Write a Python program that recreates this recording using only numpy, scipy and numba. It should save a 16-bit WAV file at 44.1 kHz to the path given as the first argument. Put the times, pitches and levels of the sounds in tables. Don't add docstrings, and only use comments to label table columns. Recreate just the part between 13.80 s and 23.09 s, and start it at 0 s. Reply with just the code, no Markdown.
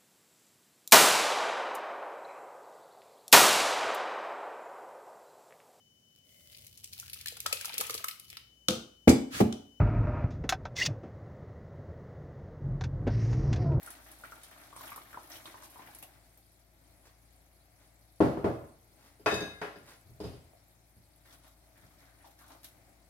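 import sys
import numpy as np
from scipy import signal
from scipy.fft import rfft, irfft, next_fast_len
from scipy.io import wavfile
from scipy.ndimage import uniform_filter1d
from numba import njit

SR = 44100
rng = np.random.default_rng(int(sys.argv[2]) if len(sys.argv) > 2 else 0)


def wav_record(signal):
    frames = np.transpose(np.atleast_2d(signal))
    bounded = np.clip(frames, -1, 1)
    quanta = np.round(bounded * 32767).astype(np.int16)
    wavfile.write(sys.argv[1], SR, quanta)


N = 409688
T = np.arange(N) / SR
TAIL = T[:SR]
TOP_HZ = 15900

# frequency in Hz, relative gain in dB.
ROOM_TONE_EQ = [(25, -10.5), (55, -5.5), (100, 1), (140, -3.5), (220, -10), (300, -3), (450, -14.5),
                (650, -4), (1000, -14.5), (1750, -16), (2200, -13), (2900, -24.5), (15000, -25.5)]
SIMMER_EQ = [(1500, -20), (3000, 0.5), (4300, 5), (7000, -1.5), (10000, 3.5), (12000, 2.5), (15500, -8.5)]
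SCRAPE_EQ = [(250, 2), (700, 4), (2000, 3.5), (3000, -2), (4800, -0.5), (7500, -4.5), (11000, -4.5),
             (15500, -7)]
CRACK_EQ = [(600, 0), (1800, -4.5), (3000, -1), (4800, -3), (7500, -12), (11000, -10), (15500, -20.5)]
GURGLE_EQ = [(150, -26), (300, 9), (470, -10.5), (650, 6), (1000, -2.5), (1400, -0.5), (2200, -2.5),
             (2800, -10), (5000, -13)]
SPRAY_EQ = [(1500, -11), (2800, -3.5), (3900, 0.5), (4800, -4), (5500, -2), (7300, -6.5), (9500, -3.5),
            (12000, -1.5), (15500, -6)]
# frequency in Hz, level in dB.
HUM_PARTIALS = [(56, -68), (85, -80), (113, -75), (168, -82.5)]
# centre and half length in seconds, level in dB.
SLIDE_CUES = [(3.27, 0.033, -59.5), (4.028, 0.039, -65), (5.252, 0.062, -60), (6.103, 0.048, -53)]
# mode in Hz, relative level in dB, T60 in seconds.
WORKTOP_MODES = [(85, -7.5, 0.35), (120.7, -15.5, 0.46), (147, -6.5, 0.17), (190, -5.5, 0.13),
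                 (249.3, -7, 0.093), (297.3, -8.5, 0.2), (322.8, -8, 0.35), (405, -1, 0.26),
                 (471, -9, 0.07), (569, -12.5, 0.42), (662, 0, 0.053), (846, -13, 0.16), (884, -3, 0.057),
                 (947, -11, .24), (1018, -5.5, 0.07), (1394, -2.5, 0.1)]
STRIKERS = {"mug": (601.5, 99, 304, -29.5, 1), "dish": (1895, 300, 430, -16, 1.8),
            "utensil": (454, 65, 424, -15, 1), "soft bump": (98, 82, 121, -37, 1)}
# start in seconds, level in dB, striker.
KNOCK_CUES = [(4.404, -18.5, "mug"), (4.432, -35, "mug"), (4.443, -29.5, "mug"), (4.57, -36.5, "mug"),
              (4.643, -25, "mug"), (4.813, -52, "mug"), (5.396, -57.5, "utensil"), (5.460, -25, "dish"),
              (5.524, -31.5, "utensil"), (5.611, -37.5, "utensil"), (5.815, -36.5, "dish"),
              (5.958, -52, "utensil"), (6.26, -57.5, "soft bump"), (6.294, -55, "soft bump"),
              (6.402, -40.5, "utensil"), (6.44, -40, "utensil"), (6.443, -39, "soft bump"),
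              (6.472, -53, "utensil"), (6.534, -53.5, "utensil"), (6.531, -57.5, "soft bump"),
              (7.166, -59, "soft bump"), (8.032, -57.5, "soft bump")]
# mode in Hz, relative level in dB, T60 in seconds.
DISH_MODES = [(1450, 4.5, 0.21), (1644, 1.5, 0.58), (1780, 6, 0.19), (2076, -19, 1), (2565, 2, 0.37),
              (3693, 3, 0.099), (3760, -11.5, 0.68), (4890, 0.5, 0.1), (4900, -28, 0.27), (5900, -19, 0.19),
              (6284, -4, 0.17), (7843, -5, 0.067), (9400, -10, 0.16), (11350, -12, 0.16)]
# start in seconds, level in dB, contact low-pass and bass cut in Hz.
CLINK_CUES = [(5.460, -33, 6500, 1100), (5.512, -37, 5960, 2060), (5.541, -40.5, 10900, 3200),
              (5.605, -43, 4940, 2130), (5.815, -54, 4500, 2500), (5.958, -66, 4500, 2470)]
# start and length in seconds, squelch and fizz in dB,
# opening pitch of the air pockets in Hz.
STROKE_CUES = [(7.448, .085, -67, -61.5, 1900), (7.634, 0.042, -69, -62.5, 1270),
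               (7.953, 0.087, -69, -69, 1940), (8.173, 0.12, -68, -70, 2250), (8.385, .055, -66, -75, 2529),
               (8.437, 0.03, -61, -58.5, 885), (8.579, 0.14, -64, -65.5, 1500),
               (8.701, 0.053, -62.5, -61.5, 1064), (8.83, 0.018, -64, -53, 2600),
               (9.05, 0.05, -75, -88, 742)]
# start in seconds, relative level in dB, pitch in Hz.
PLOP_CUES = [(0.075, -33.5, 1400), (0.437, -32, 1420), (0.521, -33.5, 1370), (0.928, -38.5, 1110),
             (0.964, -36.5, 1060), (1.009, -36.5, 1050), (1.119, -32.5, 1150), (1.163, -38, 1200),
             (1.177, -34, 1120), (1.33, -38, 1590), (1.344, -32, 1340), (1.373, -31.5, 970),
             (1.656, -39, 1040), (1.743, -36.5, 1010), (1.825, -40.5, 1040), (1.959, -39, 980),
             (1.994, -37, 990), (2.084, -44.5, 824), (2.227, -45.5, 700), (6.734, -48.5, 674)]
# start in seconds, relative level in dB, pitch in Hz.
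SPIT_CUES = [(.0305, -32.5, 11700), (.0624, -32.5, 9900), (.105, -31, 10200), (.316, -37, 10400),
             (.634, -37.5, 9400), (.964, -37, 9000), (1.078, -42, 3060), (1.12, -42.5, 2260),
             (1.161, -31.5, 11600), (1.5, -38, 12400), (1.518, -37.5, 5600), (1.557, -42, 3060),
             (1.6565, -38, 3700), (2.149, -34, 10500), (2.1874, -35, 12000), (2.2265, -32, 11500),
             (2.2275, -45, 2760), (2.575, -44, 12600)]
# start and length in seconds, gurgle and spray in dB.
SPLASH_CUES = [(.02, 0.12, -56, -63), (.435, 0.019, -59, -55.5), (.63, .015, -64, -52.5),
               (.96, 0.17, -54.5, -54), (1.499, 0.082, -58.5, -52.5), (1.655, 0.077, -57, -57.5),
               (1.82, 0.033, -71, -56), (2.226, 0.0072, -52, -48)]


def gain_of(db):
    return 10 ** (np.asarray(db) / 20)


def unit(x):
    return x / np.sqrt(np.mean(x ** 2))


def attack_unit(x):
    return x / np.sqrt(np.mean(x[..., :SR // 20] ** 2))


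def fade(t60):
    return np.exp(-np.log(1000) * TAIL / t60)


def swell(start, length_s, attack_s, release_s):
    age = T - start
    return np.clip(age / attack_s, 0, 1) * np.exp(-np.maximum(age - length_s, 0) / release_s)


def walk(rate_hz):
    return np.interp(T * rate_hz, np.arange(N // 100), rng.standard_normal(N // 100))


def add(track, start_s, sound):
    first = int(start_s * SR)
    track[..., first:first + sound.shape[-1]] += sound[..., :N - first]


def pan(db):
    return gain_of(np.array([[db], [-db]]) / 2)


def cut(x, hz, kind):
    return signal.sosfilt(signal.butter(2, hz, kind, fs=SR, output="sos"), x)


def colour(x, curve):
    n = next_fast_len(x.shape[-1] + SR // 10, True)
    hz, db = np.transpose(curve)
    bin_db = np.interp(np.log(np.fft.rfftfreq(n, 1 / SR) + 1), np.log(hz), db)
    cepstrum = irfft(np.log(gain_of(bin_db)), n)[:n // 2]
    cepstrum[1:] *= 2
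    return irfft(rfft(x, n) * np.exp(rfft(cepstrum, n)), n)[..., :x.shape[-1]]


def diffuse(size, apart_hz=720, bass_side=0.24):
    likeness = (1 - 2 * bass_side ** 2) / (1 + (np.fft.rfftfreq(size, 1 / SR) / apart_hz) ** 4)
    mid, side = rfft(rng.standard_normal((2, size))) * np.sqrt([(1 + likeness) / 2, (1 - likeness) / 2])
    return irfft(np.array([mid + side, mid - side]), size)


def ring(modes):
    return sum((-1) ** k * gain_of(db) * fade(t60) * np.sin(2 * np.pi * hz * TAIL)
               for k, (hz, db, t60) in enumerate(modes))


@njit
def bubbles(start_s, hz, cycles, size, glide):
    out = np.zeros(N)
    for k in range(len(start_s)):
        first, length = int(start_s[k] * SR), cycles * SR / hz[k]
        for i in range(min(int(length) + 1, N - first)):
            age = i / length
            phase = 2 * np.pi * cycles * age * (1 + glide * age / 2)
            out[first + i] += size[k] * np.exp(-6.9 * age) * np.sin(phase)
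    return out


def swarm(count, low_hz, high_hz, cycles, spread_db):
    when, pitch, luck = rng.random((3 * count,)).reshape(count, 3).T
    hz = low_hz * (high_hz / low_hz) ** pitch
    size = gain_of(-spread_db * np.log(np.maximum(luck, 0.01))) * (hz / low_hz) ** 1.5
    return unit(bubbles(when * N / SR, hz, cycles, size, glide=0.13))


def churn(gurgle, spray, steady, cues, attack_s, release_s):
    power = np.square(steady)
    for start, length_s, gurgle_db, spray_db, *_ in cues:
        surge = swell(start, length_s, attack_s, release_s)
        power += np.outer(gain_of([gurgle_db, spray_db]), surge) ** 2
    gurgle_gain, spray_gain = np.sqrt(power)
    return unit(colour(gurgle, GURGLE_EQ)) * gurgle_gain + unit(colour(spray, SPRAY_EQ)) * spray_gain


def kitchen_reverb(x, early_db, late_db, early_t60=0.11, low_t60=0.9, high_t60=0.34, split_hz=1500):
    early = diffuse(SR) * fade(early_t60)
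    noise = diffuse(SR)
    late = cut(noise, split_hz, "low") * fade(low_t60) - cut(noise, split_hz, "high") * fade(high_t60)
    paths = (gain_of(early_db) * unit(early) + gain_of(late_db) * unit(late)) / np.sqrt(SR)
    paths[:, :SR // 1000] = 0
    paths[[0, 1], [0, 4]] += 1
    power = uniform_filter1d(np.mean(abs(rfft(paths)) ** 2, axis=0), size=40)
    flattening_eq = np.transpose([1 + np.arange(len(power)), -10 * np.log10(power)])
    return signal.fftconvolve(np.atleast_2d(x), colour(paths, flattening_eq), axes=-1)[:, :N]


def across_gravy(x, early_db, late_db, spots=4, hop=SR // 60):
    spot = np.repeat(rng.integers(spots, size=N // hop + 1), hop)[:N]
    gates = [uniform_filter1d(1.0 * (spot == k), size=64) for k in range(spots)]
    return sum(kitchen_reverb(x * gate, early_db, late_db) for gate in gates)


def room_tone(air_db=-66.5):
    air = unit(colour(diffuse(N, bass_side=0.34), ROOM_TONE_EQ)) * gain_of(air_db + 1.5 * walk(4.8))
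    hum = np.zeros(N)
    for hz, db in HUM_PARTIALS:
        waver_db, drift = 1.5 * walk(4), 0.7 * walk(5)
        hum += gain_of(db + waver_db) * np.sqrt(2) * np.sin(2 * np.pi * hz * T + drift)
    return (air + hum) * pan(3.9)


def simmer(level_db=-70, cooling_db_per_s=0.13):
    steam = swarm(count=22000, low_hz=1500, high_hz=15070, cycles=35, spread_db=3.5)
    fader_db = level_db - cooling_db_per_s * (T - T.mean()) + 0.5 * walk(5.2)
    return unit(colour(steam, SIMMER_EQ)) * gain_of(fader_db)


def slides():
    grit = swarm(count=30000, low_hz=300, high_hz=15800, cycles=0.79, spread_db=-2)
    envelope = sum(gain_of(db) * np.exp(-((T - centre) / half) ** 2) for centre, half, db in SLIDE_CUES)
    return unit(colour(grit, SCRAPE_EQ)) * envelope


def knocks(dense_db=4, own_db=-6, shaft_db=-19, shaft_hz=4930):
    out = np.zeros((2, N))
    main_modes = attack_unit(ring(WORKTOP_MODES))
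    metal_shaft = gain_of(shaft_db) * attack_unit(ring([(shaft_hz, 0, 0.12)]))
    for start, db, striker in KNOCK_CUES:
        contact_hz, bass_hz, own_hz, crack_db, pan_db = STRIKERS[striker]
        dense_modes = gain_of(dense_db) * attack_unit(cut(diffuse(SR), 2160, "low") * fade(t60=0.27))
        worktop = attack_unit(cut(cut(main_modes + dense_modes, contact_hz, "low"), bass_hz, "high"))
        own_note = gain_of(own_db) * attack_unit(ring([(own_hz, 0, 0.093)]))
        crack = gain_of(crack_db) * attack_unit(colour(diffuse(SR) * fade(t60=0.44), CRACK_EQ))
        hit = attack_unit(worktop + own_note) + crack + metal_shaft * (striker == "utensil")
        add(out, start, pan(pan_db) * gain_of(db) * hit)
    return out


def clinks(flutter_db=4):
    out = np.zeros(N)
    for start, db, contact_hz, bass_hz in CLINK_CUES:
        dish = sum(ring([mode]) * gain_of(flutter_db * walk(44)[:SR]) for mode in DISH_MODES)
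        softened = cut(dish, contact_hz, "low")
        thinned = cut(cut(softened, bass_hz, "high"), bass_hz, "high")
        add(out, start, gain_of(db) * attack_unit(thinned))
    return out * pan(4)


def air_pockets(count=1800, fall_oct_per_s=4, pitch_spread=0.17):
    starts, opening_hz = np.transpose(STROKE_CUES)[[0, -1]]
    scatter, detune, size = rng.standard_normal((count, 3)).T
    when = starts[0] + (scatter % 1) * (T[-1] - starts[0])
    stroke = np.searchsorted(starts, when, "right") - 1
    age = when - starts[stroke]
    hz = opening_hz[stroke] * 2 ** (-fall_oct_per_s * age) * np.exp(pitch_spread * detune)
    pockets = bubbles(when, hz, cycles=10, size=size * np.sqrt(hz), glide=0.23)
    return pockets / np.std(pockets[T > starts[0]])


def stir(squelch_db=-76.5, fizz_db=-73, pocket_db=1, attack_s=0.0073, release_s=0.026):
    pockets = gain_of(pocket_db) * air_pockets()
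    squelch = swarm(count=6000, low_hz=225, high_hz=4500, cycles=2.2, spread_db=4.5) + pockets
    fizz = swarm(count=14000, low_hz=1820, high_hz=15400, cycles=2.9, spread_db=5.5)
    drag = swell(start=7.45, length_s=1.27, attack_s=attack_s, release_s=release_s)
    steady = [drag * gain_of(squelch_db), drag * gain_of(fizz_db)]
    return churn(squelch, fizz, steady, STROKE_CUES, attack_s, release_s)


def pops(cues, cycles, glide, note_db, snap_db):
    starts, db, hz = np.transpose(cues)
    note = bubbles(starts, hz, cycles, gain_of(db + note_db), glide)
    snap = bubbles(starts, hz, cycles=2, size=gain_of(db + snap_db), glide=0.0)
    return note + snap


def pour(gurgle_db=-60, spray_db=-60.5, tipping_db_per_s=1, stop_s=2.11, trickle_s=0.2):
    gurgle = swarm(count=6000, low_hz=216, high_hz=4420, cycles=5.8, spread_db=3.5)
    spray = swarm(count=16000, low_hz=1730, high_hz=14900, cycles=7.1, spread_db=3.5)
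    flow = np.exp(-np.maximum(T - stop_s, 0) / trickle_s)
    steady = [flow * gain_of(gurgle_db + tipping_db_per_s * T), flow * gain_of(spray_db)]
    return churn(gurgle, spray, steady, SPLASH_CUES, attack_s=0.002, release_s=0.0058)


def scene():
    plops = pops(PLOP_CUES, cycles=19.8, glide=0.095, note_db=2, snap_db=-32)
    spits = pops(SPIT_CUES, cycles=20.7, glide=0.05, note_db=7, snap_db=6.5)
    gravy = pour() + stir() + simmer() + plops + spits
    near = across_gravy(gravy, early_db=6, late_db=-7) * pan(1.36)
    clatter = knocks() + clinks() + slides()
    far = kitchen_reverb(clatter, early_db=-3, late_db=-5, early_t60=0.15, low_t60=0.55, high_t60=0.55)
    return near + far + room_tone()


def record(dry):
    steep_low_pass = signal.ellip(10, 0.2, 70, TOP_HZ, fs=SR, output="sos")
    return signal.sosfilt(steep_low_pass, cut(dry, 30, "high"))


dry = scene()
out = record(dry)
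wav_record(out)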